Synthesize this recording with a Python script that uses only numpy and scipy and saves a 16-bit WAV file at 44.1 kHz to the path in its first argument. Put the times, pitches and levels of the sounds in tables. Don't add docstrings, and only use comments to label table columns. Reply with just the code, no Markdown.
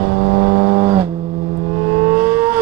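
import sys
import numpy as np
from scipy import signal
from scipy.fft import rfft, irfft
from scipy.io import wavfile

SR = 44100
rng = np.random.default_rng(int(sys.argv[2]) if len(sys.argv) > 2 else 0)


def digitize_waveform(pressure):
    field = np.atleast_2d(pressure).T
    bounded = np.clip(field, -1, 1)
    quanta = np.round(bounded * 32767).astype(np.int16)
    wavfile.write(sys.argv[1], SR, quanta)


def ratio(d):
    e = np.asarray(d, float) / 20
    return 10 ** e


N = 115101
T_S = np.arange(N) / SR

# time [s], level [dB].
GAIN = [(0.0, -32), (0.35, -30), (0.78, -15), (0.92, -9), (1.0, -3.5), (1.07, -1), (1.39, -14),
        (1.91, -21.5), (2.06, -19.5), (2.57, -4.5), (2.61, 1)]


def in_time(rows):
    s, *columns = np.transpose(rows)
    return [np.interp(T_S, s, column) for column in columns]


def rms_one(x):
    return x / np.sqrt(np.mean(x ** 2) + 1e-20)


def band(x, order, low_hz, high_hz):
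    sos = signal.butter(order, [low_hz, high_hz], "band", fs=SR, output="sos")
    return signal.sosfilt(sos, x)


def drift(rate_hz):
    r = np.exp(-40 * np.pi * rate_hz / SR)
    noise = rng.standard_normal(N // 20 + 2002)
    slow = signal.lfilter([1], [1, -2 * r, r * r], noise)[2000:]
    return np.interp(np.arange(N) / 20, np.arange(len(slow)), rms_one(slow))


def smooth_change(at_s, width_s):
    return .5 + .5 * np.tanh((T_S - at_s) / width_s)


def capsule_hiss():
    return signal.lfilter([.6], [1, -.4], rng.standard_normal((3, N)))


def wind():
    # time in s, level in dB after the gain control.
    wind_rows = [
        (0.0, -28.5),
        (0.13, -24),
        (0.44, -29.5),
        (0.46, -26),
        (0.81, -51.5),
        (1.23, -43),
        (1.93, -31.5),
        (2.61, -43),
    ]
    level_db, = in_time(wind_rows)
    rumble = band(rng.standard_normal(N + SR), 2, 22, 116)[SR:]
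    return ratio(level_db + .5 * drift(10)) * rms_one(rumble)


def grit_tick():
    tick_s, decay_s, centre_hz, level_db = 1.574, .00086, 7200, -42
    t = T_S - tick_s
    burst = rng.standard_normal(N) * (t > 0) * np.exp(-np.abs(t) / decay_s)
    return ratio(level_db) * band(burst, 2, .55 * centre_hz, 1.55 * centre_hz)


def whines():
    # middle in s, half length in s, pitch in Hz, glide in Hz per s, level in dB.
    whine_rows = [
        (0.019, 0.031, 3050, 2, -49),
        (0.93, 0.054, 1385, -300, -39),
        (2.204, 0.11, 2700, 301.5, -52),
        (2.6, 0.044, 3300, -2, -52.5),
        (.95, 0.074, 4700, -2500, -51.5),
    ]
    width_hz = 51
    out = 0
    for middle_s, half_s, pitch_hz, glide, level_db in whine_rows:
        t = T_S - middle_s
        phase = 2 * np.pi * (pitch_hz * t + glide * t ** 2 / 2)
        tone = (1 + drift(width_hz)) * np.cos(phase) + drift(width_hz) * np.sin(phase)
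        out = out + ratio(level_db) * np.exp(-(t / half_s) ** 4) * tone
    return out


def coloured(x, spectrum):
    # centre in Hz, width in Hz, gain in dB.
    port_cavities = [(2016, 300, 6), (2720, 470, 0.5), (3283, 1100, 8), (4840, 810, 5), (3960, 240, -5)]
    ripple_db, ripple_hz = 3, 110
    f = np.fft.rfftfreq(N, 1 / SR) + 1
    at_hz, at_db = np.transpose(spectrum)
    shape_db = np.interp(np.log(f), np.log(at_hz), at_db)
    for centre_hz, width_hz, gain_db in port_cavities:
        shape_db = shape_db + gain_db / (1 + (2 * (f - centre_hz) / width_hz) ** 2)
    ripple = ripple_db * rng.standard_normal(300)
    shape_db = shape_db + np.interp(f / ripple_hz, np.arange(300), ripple) * np.minimum(f / 2500, 1)
    return rms_one(irfft(rfft(x) * ratio(shape_db), N))


def clatter(crank):
    old, new = rng.standard_normal((2, 201))
    place = (crank / (2 * np.pi) % 1 * 200).astype(int)
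    blend = drift(1.5)
    x = np.cos(blend) * old[place] + np.sin(blend) * new[place]
    return band(x, 3, 1500, 5500)


def cancelled(order, nulls, flips):
    gain = 1
    for which, null_s, half_s in nulls:
        if which == order:
            fade = np.tanh((null_s - T_S) / half_s) + .15j
            gain = gain * (fade if flips else np.abs(fade))
    return gain


def pipe_mouth_db(tone_hz, flare_db):
    return flare_db / (1 + (2 * (tone_hz - 675) / 280) ** 4)


def engine(rows, early, late, change, spectrum, nulls, flare_db, sign, pipe, uneven, flips,
           jitter, shimmer_db, gate, repeat):
    firing_hz, tone_db, rasp_db = in_time(rows)
    crank = np.cumsum(np.pi * firing_hz / SR) + jitter * drift(38)
    tones = 0
    for (order, early_db), (_, late_db) in zip(early, late):
        waver_db = shimmer_db * drift(14) * min(abs(order - 2) + .4, 1.3)
        mouth_db = pipe_mouth_db(order * firing_hz / 2, flare_db)
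        stray = .028 * abs(order - 2) ** .9 * drift(25)
        pipe_phase = pipe * (order > 7.5) * (1.8 + .55 * (order - 8))
        phase = order * crank + pipe_phase - uneven * order * (order % 2) + stray
        level = ratio(early_db + (late_db - early_db) * change + waver_db + mouth_db)
        tones = tones + level * np.real(cancelled(order, nulls, flips) * np.exp(1j * phase))
    puffs = np.exp(gate * np.cos(2 * crank) + .3 * gate * np.cos(crank) + .06 * drift(30))
    rasp = coloured(puffs * (rng.standard_normal(N) + repeat * clatter(crank)), spectrum)
    arrive_s, leave_s = 1, .028
    heard = np.clip(1 + (T_S - rows[0][0]) / arrive_s, 0, 1) ** 2
    heard = heard * np.clip(1 - (T_S - rows[-1][0]) / leave_s, 0, 1) ** 2
    return heard * (sign * np.sqrt(2) * ratio(tone_db) * tones + ratio(rasp_db) * rasp)


def second_bike():
    # time in s, firing rate in Hz, firing tone in dB, rasp in dB, after the gain control.
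    second_run = [(1.4, 405.3, -46, -64.5), (1.66, 415.5, -35, -59.5), (1.76, 427.4, -27.5, -51),
                  (1.91, 431.5, -21.5, -45), (2.07, 441.7, -17.5, -48.5), (2.21, 448.8, -18, -36),
                  (2.39, 461, -17.5, -37.5), (2.46, 461.1, -18, -37), (2.51, 466, -18.5, -37),
                  (2.54, 459.1, -17.5, -31), (2.575, 458.9, -18.5, -31.5), (2.61, 449.5, -14, -29.5)]
    # multiple of crank rate, level in dB.
    far_orders = [(0.5, -25), (1, -19), (1.5, -36), (2, 2.5), (2.5, -23), (3, -23), (3.5, -32.5), (4, -8.5),
                  (4.5, -28.5), (5, -14), (5.5, -53), (6, -55), (6.5, -34), (7, -26), (7.5, -33), (8, -27),
                  (8.5, -31), (9, -44.5), (9.5, -34.5), (10, -58), (10.5, -59), (11, -61), (11.5, -34),
                  (12, -30.5), (12.5, -43.5), (13, -34.5), (13.5, -54.5), (14, -43)]
    near_orders = [(0.5, -32), (1, -27.5), (1.5, -33), (2, 0.5), (2.5, -31), (3, -36), (3.5, -25), (4, -1),
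                   (4.5, -24), (5, -15.5), (5.5, -26.5), (6, -13.5), (6.5, -28), (7, -35), (7.5, -33.5),
                   (8, -27.5), (8.5, -37), (9, -41), (9.5, -39.5), (10, -48), (10.5, -53), (11, -56),
                   (11.5, -34), (12, -42.5), (12.5, -36), (13, -38.5), (13.5, -46), (14, -61.5)]
    # frequency in Hz, level in dB per Hz.
    second_rasp = [(70, -12), (200, -1), (1000, -11.5), (1600, -11.5), (2300, -26), (4000, -24),
                   (9500, -35.5), (13500, -52)]
    # crank order, time in s, half width in s.
    second_nulls = [(4, 2.365, .07), (6, 2.472, .03), (5, 2.5, .035), (2, 2.524, .035), (4, 2.543, .018),
                    (6, 2.55, .012), (5, 2.568, .01), (4, 2.606, .02), (6, 2.606, .015)]
    return engine(second_run, far_orders, near_orders, smooth_change(2.372, .1), second_rasp,
                  second_nulls, 0, sign=-1, pipe=0, uneven=0, flips=True,
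                  jitter=.012, shimmer_db=.9, gate=.45, repeat=1.2)


def first_bike():
    # time in s, firing rate in Hz, firing tone in dB, rasp in dB, after the gain control.
    first_run = [(0, 195.1, -22.5, -27), (.14, 193.2, -22, -31), (.38, 196.7, -17.5, -29),
                 (.8, 198.7, -18.5, -29.5), (.92, 197.7, -17.5, -27.5), (.97, 191.4, -15, -27),
                 (1.01, 184.9, -19, -25), (1.06, 168.1, -27.5, -37.5), (1.11, 168, -27, -43),
                 (1.28, 167.4, -27, -46), (1.43, 167.9, -24.5, -43), (1.7, 167.2, -24, -41.5),
                 (2.12, 165, -25.5, -34.5), (2.2, 174.5, -32, -33), (2.25, 181.2, -32, -52),
                 (2.36, 160.5, -35.5, -52.5), (2.45, 152.4, -45, -44)]
    # multiple of crank rate, level in dB.
    coming_orders = [(1, -14.5), (2, 2), (3, -17), (4, -5), (5, -10), (6, -7.5), (7, -16), (8, -6.5),
                     (9, -16), (10, -18.5), (11, -21.5), (12, -22.5), (13, -34), (14, -34), (15, -36.5),
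                     (16, -45.5)]
    going_orders = [(1, -18.5), (2, 1.5), (3, -20.5), (4, -8), (5, -16.5), (6, -11), (7, -26.5), (8, -19),
                    (9, -64), (10, -28.5), (11, -35), (12, -35), (13, -33.5), (14, -28), (15, -39.5),
                    (16, -66.5)]
    # frequency in Hz, level in dB per Hz.
    first_rasp = [(70, -6), (200, -1.5), (800, -5), (1300, -14), (2300, -31), (4000, -32), (9500, -47.5),
                  (13500, -62.5)]
    # crank order, time in s, half width in s.
    first_nulls = [(8, .923, .03), (6, .95, .01), (4, 1.0, .06), (3, 1.02, .05), (5, 1.0, .04)]
    flare_db = 7.5 * np.exp(-((T_S - 1) / .034) ** 2)
    return engine(first_run, coming_orders, going_orders, smooth_change(1.016, .075), first_rasp,
                  first_nulls, flare_db, sign=1, pipe=1, uneven=.13, flips=False,
                  jitter=.02, shimmer_db=1, gate=.2, repeat=.4)


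def scene():
    duck_db, = in_time(GAIN)
    sources = wind() + grit_tick() + whines() + second_bike() + first_bike()
    air = ratio(duck_db + 4.5) * sources
    return np.array([air, air])


def top_cut(x):
    return signal.sosfilt(signal.butter(12, 13700, fs=SR, output="sos"), x)


def record(dry):
    duck_db, = in_time(GAIN)
    seal_hz, seal_db, leak_db, limit = 260, -3.5, -26.5, 1
    sealed = signal.lfilter(*signal.butter(1, seal_hz, fs=SR), dry[0])
    left = ratio(seal_db) * sealed + ratio(leak_db) * dry[0]
    left = signal.lfilter([0, 0, 1], [1], left)
    right = limit * np.tanh(dry[1] * ratio(-duck_db) / limit)
    right = right * np.minimum(np.arange(N) / 40, 1)
    hiss = capsule_hiss()
    mix = np.array([left, right]) + ratio(-80) * hiss[:2] + ratio(-73) * hiss[2]
    return top_cut(mix)


dry = scene()
out = record(dry)
digitize_waveform(out)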